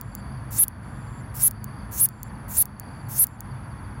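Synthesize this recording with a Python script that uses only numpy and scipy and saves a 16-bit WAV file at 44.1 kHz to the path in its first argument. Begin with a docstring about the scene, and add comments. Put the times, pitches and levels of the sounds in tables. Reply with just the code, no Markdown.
"""A bush cricket on a leaf at night. From the outset, far insects trill over a low rumble and hum.
At half a second comes the first of five close rasps, each one wing stroke: the scraper skims the file,
bites and makes the wing ring tooth by tooth, then slips off the end. Automatic gain control ducks the
background with every rasp; the wings tick as they part and reset, and the background swells back.
After the last stroke, at about 3.2 seconds, and its ticks, the far insects and the rumble remain."""
import sys
import numpy as np
from scipy import signal
from scipy.fft import rfft, irfft, next_fast_len
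from scipy.io import wavfile
from scipy.ndimage import uniform_filter1d, minimum_filter1d

SR = 44100
rng = np.random.default_rng(int(sys.argv[2]) if len(sys.argv) > 2 else 0)


def inscribe(sig):
    """Save sig as 16-bit PCM at rate SR to the path in sys.argv[1].

    A 1-D sig is mono; a 2-D sig holds one channel per row.
    Samples are clipped to [-1, 1] before scaling.
    """
    pcm = np.round(np.clip(np.atleast_2d(sig).T, -1, 1) * 32767)
    wavfile.write(sys.argv[1], SR, pcm.astype(np.int16))


N = 176400
T = np.arange(N) / SR

# Wing strokes. Each row: start, bite and end in seconds, teeth per second.
WING_STROKES = [(.505, .5782, .6385, 347.6), (1.341, 1.4138, 1.4798, 347.6),
                (1.9115, 1.9905, 2.0571, 344.4), (2.4815, 2.5658, 2.6245, 342.7),
                (3.0855, 3.1759, 3.2403, 342.8)]
# Course of a stroke. Each row: stage (0 start, 1 bite, 2 end), scrape in dB, ring in dB, pitch in Hz.
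STROKE_COURSE = [(0, -27, -60, 6600), (.1, -20.5, -53.5, 6500), (.36, -14, -37, 6600),
                 (.65, -14.5, -38, 6400), (.88, -9, -29, 6270), (1.03, -7.5, -25.5, 7000),
                 (1.13, -2.5, -11.5, 9500), (1.22, -5.5, -10, 10300), (1.351, -9, 0.5, 11000),
                 (2, -4, 2, 11180)]
# Spectra of the wing's four kinds of contact. Each row: frequency in Hz, gain in dB.
SCRAPE_SPECTRUM = [(900, -16.5), (2100, -12.5), (3300, -15), (5000, -11), (6500, -5), (8000, -3.5),
                   (9500, 1.5), (11500, 3), (12800, 3.5), (14500, 6.5), (16000, 2)]
SNAP_SPECTRUM = [(1200, -32.5), (2800, -25.5), (4300, -17), (5800, -23), (7500, -18.5), (9500, 1.5),
                 (12000, -10), (12800, -13), (14000, 7.5), (15700, -3.5)]
SLIP_SPECTRUM = [(700, -24.5), (1400, -1.5), (3000, -7.5), (4500, -4.5), (7000, -30.5), (14000, -49)]
TICK_SPECTRUM = [(1500, -31.5), (3500, -32.5), (5200, -16), (6700, -15), (8000, -17), (9300, -6.5),
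                 (11200, -6.5), (12800, -10), (14000, -2.5), (15200, 1.5), (16500, -5.5)]
# Wing ticks. Each row: time in seconds, then click, main resonance and low resonance in dB.
WING_TICKS = [(0.0127, 2.5, -27, -41), (.1515, 2, -16.5, -22), (.682, 6.5, -7, -53), (1.511, 3.5, -36, -45),
              (1.6432, 2.5, -15.5, -21.5), (2.0884, 3.5, -34, -45), (2.2317, 3, -15.5, -20),
              (2.6558, 3.5, -31, -55), (2.798, 2, -15, -21.5), (3.2694, 3, -38, -52),
              (3.4066, 1, -16, -21.5)]
# A second insect's trills. Each row: start and end in seconds, final level in dB.
SWELLING_TRILLS = [(-.18, .207, -62.5), (0.825, 1.217, -60), (1.897, 2.283, -60.5), (2.894, 3.365, -63)]
# A far tree cricket's trills. Each row: middle and length in seconds, level in dB.
SOFT_TRILLS = [(.24, .36, -63), (1.683, 0.36, -63.5), (2.904, 0.21, -62.5)]
# Far insect choirs and hum. Each row: centre and width in Hz, level and flutter in dB.
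CHOIR_BANDS = [(3403, 280, -72.5, 2), (4546, 220, -70, 3)]
HUM_BANDS = [(51.9, 13.3, -48.5, 0.5), (107, 8.9, -42, 1), (131.65, 7, -42.5, 1.5), (205, 15, -48, 1.5)]
# Night air and distant rumble. Each row: frequency in Hz, relative spectral density in dB.
AIR_SPECTRUM = [(20, -37), (32, -49), (48, -1), (75, 1.5), (125, -2.5), (170, -5), (250, -7.5), (400, -20),
                (650, -19), (980, -14.5), (1250, -18.5), (1600, -19.5), (2200, -28.5), (3000, -39),
                (4000, -46.5), (6300, -48.5), (8500, -54.5), (12500, -56), (16000, -57)]

RING_S, RING_RISE_HZ = .00098, 1400   # length of one tooth's ring and its upward glide


def rasps(snap_db=2, slip_s=.0082, slip_db=-27.5):
    """Stridulation: each tooth scrapes, snaps free and rings the wing; a rough slip ends the stroke."""
    strokes = [tooth_strikes(*row) for row in WING_STROKES]
    friction = sum(scrapes(rows[:, 0] - RING_S / 2, rows[:, 1]) for rows in strokes)
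    times, _, ring_db, hz = np.vstack(strokes).T
    snaps = place(times, ring_db + snap_db, click)
    rings = place(times, ring_db, wing_ring(hz[:, None]))
    slip_envelope = sum(np.exp(-(2 * (T - end) / slip_s) ** 2) for _, _, end, _ in WING_STROKES)
    slips = from_db(slip_db) * coloured(slip_envelope * rng.standard_normal(N), SLIP_SPECTRUM)
    return coloured(friction, SCRAPE_SPECTRUM) + coloured(snaps, SNAP_SPECTRUM) + rings + slips


def tooth_strikes(start, bite, end, rate, skim_slower=.06, run_out_db_per_s=2300):
    """Wing speed sets the tooth rate. Each row: time in seconds, scrape and ring in dB, pitch in Hz."""
    times = end - np.arange(-4, 60) / rate   # four teeth run on past the end, without ringing
    skim = np.clip((bite - times) / (bite - start), 0, 1)
    times -= .5 * skim_slower * (bite - start) * skim ** 2   # quickening until the bite
    jitter, scrape_spread, ring_spread = rng.standard_normal((3, len(times)))
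    times += jitter * np.where(skim > 0, 1.2e-5, 6e-6)
    stage = np.interp(times, [start, bite, end], [0, 1, 2])
    stages, *curves = np.transpose(STROKE_COURSE)
    scrape_db, ring_db, hz = (np.interp(stage, stages, curve) for curve in curves)
    past_end = times > end + .5 / rate
    run_out_db = -3.5 - run_out_db_per_s * (times - end - 1 / rate)
    scrape_db = np.where(past_end, run_out_db, scrape_db) - scrape_spread
    ring_db = np.where(past_end, -np.inf, ring_db) - .5 * ring_spread
    return np.column_stack([times, scrape_db, ring_db, hz])[times > start]


def scrapes(times, db, drag_s=.003, fresh_share=.44):
    """Friction: each tooth drags out a noise burst, part common to the stroke and part its own."""
    t = T[:256]
    window = np.sin(np.pi * np.minimum(t / drag_s, 1) ** .36) ** 2
    window /= np.linalg.norm(window)
    phases = np.angle(rfft(window * rng.standard_normal(len(t))))
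    grain = irfft(np.exp(1j * phases), len(t)) * window ** .5
    strikes = place(times, db, click)
    common = signal.oaconvolve(strikes, grain / np.linalg.norm(grain))[:N]
    fresh = signal.oaconvolve(strikes, window)[:N] * rng.standard_normal(N)
    return np.sqrt(1 - fresh_share) * common + np.sqrt(fresh_share) * fresh


def wing_ring(hz):
    """Resonance: the struck wing gives a brief rising tone, returned as a function of time."""
    def shape(t):
        envelope = np.cos(np.pi * np.clip(t / RING_S, -.5, .5)) ** 3
        return envelope * np.sin(2 * np.pi * t * (hz + .5 * RING_RISE_HZ * t / RING_S))
    return shape


def click(t):
    """A sharp contact approximates an impulse, with a flat spectrum."""
    return np.sinc(t * SR) * np.exp(-(t * SR / 10) ** 2)


def wing_ticks(main_hz=11100, low_hz=7060):
    """Impact excitation: single contacts ring two resonances as the wings part and settle."""
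    times, click_db, main_db, low_db = np.transpose(WING_TICKS)
    contacts = coloured(place(times, click_db, click), TICK_SPECTRUM)
    return contacts + place(times, main_db, wing_ring(main_hz)) + place(times, low_db, wing_ring(low_hz))


def among_leaves(x):
    """Scattering: the nearest leaves add a short tail, the foliage a faint longer one."""
    t = T[:SR // 2]
    response = 1. * (t == 0)
    for db, t60_s in (-13.5, .0099), (-39, .22):
        tail = rng.standard_normal(len(t)) * from_db(-60 * t / t60_s) * (t > RING_S)
        response += from_db(db) * tail / np.linalg.norm(tail)
    return signal.fftconvolve(x, response)[:N]


def swelling_trills(swell_db=16.5, octave_db=-20):
    """Amplitude modulation: a fast-pulsed tone and its octave swell exponentially and stop dead."""
    pulses, phase = falling_notes(hz=7340, fall_hz=450, per_s=182, waver=.015, duty=.98)
    swell = np.zeros(N)
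    for start, end, db in SWELLING_TRILLS:
        remaining = np.clip((end - T) / (end - start), 0, 1)
        swell += from_db(db - swell_db * remaining) * (T > start) * (T < end)
    return swell * pulses * rms_one(np.sin(phase) + from_db(octave_db) * np.sin(2 * phase))


def far_cricket(db=-69):
    """Random amplitude modulation makes a train of soft falling chirps uneven."""
    notes, phase = falling_notes(hz=4604, fall_hz=645, per_s=18, waver=.08, duty=.75)
    return from_db(db) * rms_one(notes * np.sin(phase) * from_db(2 * drift(8.7)))


def tree_cricket(waver_hz=109):
    """Random frequency modulation broadens the tone of soft trills that fade in and out."""
    pulses, phase = falling_notes(hz=4630, fall_hz=250.4, per_s=38, waver=.101, duty=1)
    phase += 2 * np.pi * np.cumsum(waver_hz * drift(115.6)) / SR
    level = sum(from_db(db) * np.exp(-(2 * (T - middle) / length) ** 4)
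                for middle, length, db in SOFT_TRILLS)
    return level * rms_one(np.sqrt(pulses) * np.sin(phase))


def falling_notes(hz, fall_hz, per_s, waver, duty):
    """Envelope and phase of repeated downward glides; phase is the integral of frequency."""
    cycles = np.cumsum(per_s * (1 + waver * drift(3))) / SR
    progress = np.minimum(cycles % 1 / duty, 1)
    pitch = hz + fall_hz * (.5 - progress) + .008 * hz * drift(150)
    return rms_one(np.sin(np.pi * progress) ** 2), 2 * np.pi * np.cumsum(pitch) / SR


def night(air_db=-38.5, hiss_db=-60):
    """Incoherent addition: massed insects merge into noise bands over the air and distant hum."""
    air = from_db(air_db) * rms_one(coloured(rng.standard_normal(N), AIR_SPECTRUM))
    bands = np.zeros(N)
    for hz, width, db, flutter_db in CHOIR_BANDS + HUM_BANDS:
        band = noise_band(hz - width / 2, hz + width / 2)
        bands += from_db(db) * rms_one(band * from_db(flutter_db * drift(7.5)))
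    bush_crickets = from_db(hiss_db + .23 * drift(60)) * noise_band(9560, 11160, order=4)
    return air + bands + bush_crickets


def noise_band(low_hz, high_hz, order=2):
    """Band-pass filtering of white noise, at unit rms."""
    sos = signal.butter(order, [low_hz, high_hz], "band", fs=SR, output="sos")
    return rms_one(signal.sosfilt(sos, rng.standard_normal(N + SR))[SR:])


def drift(rate_hz):
    """Low-pass filtered noise wanders slowly, with a spread of about 1."""
    pole = np.exp(-80 * np.pi * rate_hz / SR)   # one step per 40 samples
    slow = signal.lfilter([1], [1, -2 * pole, pole * pole], rng.standard_normal(N // 40 + 2002))[2000:]
    return np.interp(np.arange(N) / 40, np.arange(len(slow)), rms_one(slow))


def coloured(x, spectrum):
    """Minimum-phase filtering: folding the cepstrum makes the given spectrum causal."""
    hz, db = np.transpose(spectrum)
    size = next_fast_len(N + SR // 2, real=True)
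    bin_hz = np.maximum(np.arange(size // 2 + 1) * SR / size, 1)
    gain = from_db(np.interp(np.log(bin_hz), np.log(hz), db))
    cepstrum = irfft(np.log(gain), size)
    cepstrum[1:size // 2] *= 2
    cepstrum[size // 2 + 1:] = 0
    return irfft(rfft(x, size) * np.exp(rfft(cepstrum)), size)[:N]


def place(times, db, shape):
    """Superposition of a short shape (a function of seconds from its centre) at exact times."""
    index = (times * SR).astype(int)[:, None] + np.arange(-64, 64)
    waves = from_db(db)[:, None] * shape(index / SR - times[:, None])
    return np.bincount(np.clip(index, 0, N).ravel(), waves.ravel(), N + 1)[:N]


def from_db(db):
    """Amplitude grows tenfold with every 20 dB."""
    return 10 ** (np.asarray(db) / 20)


def rms_one(x):
    """Normalisation to unit rms."""
    return x / np.sqrt(np.mean(x ** 2) + 1e-20)


def scene():
    """Superposition of the near bush cricket, the far insects and the night."""
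    bush_cricket = among_leaves(rasps() + wing_ticks())
    return (bush_cricket + swelling_trills() + far_cricket() + tree_cricket() + night())[None]


def record(dry, limit_db=-3, attack_s=.001, hold_s=.17, release_db_per_s=134):
    """Limiting: the gain drops at each rasp, holds and recovers; a steep low-pass cuts the top."""
    split_hz, low_share, cutoff_hz = 9000, .62, 15800   # the low band takes only a share of the cut
    x, hold = dry[0], int(hold_s * SR) // 2 * 2 + 1
    over_db = np.maximum(20 * np.log10(np.abs(x) + 1e-9) - limit_db, 0)
    held_db = -minimum_filter1d(-over_db, hold, origin=hold // 2, mode="constant")
    held_db = np.maximum(held_db, 3.5 * (T < .16))   # the gain starts out held down
    cut_db = np.maximum.accumulate(held_db + release_db_per_s * T) - release_db_per_s * T
    cut_db = uniform_filter1d(cut_db, int(attack_s * SR) + 1)
    low = signal.sosfiltfilt(signal.butter(2, split_hz, fs=SR, output="sos"), x)
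    ducked = low * from_db(-low_share * cut_db) + (x - low) * from_db(-cut_db)
    return signal.sosfilt(signal.ellip(10, .2, 80, cutoff_hz, fs=SR, output="sos"), ducked)[None]


dry = scene()
out = record(dry)
inscribe(out)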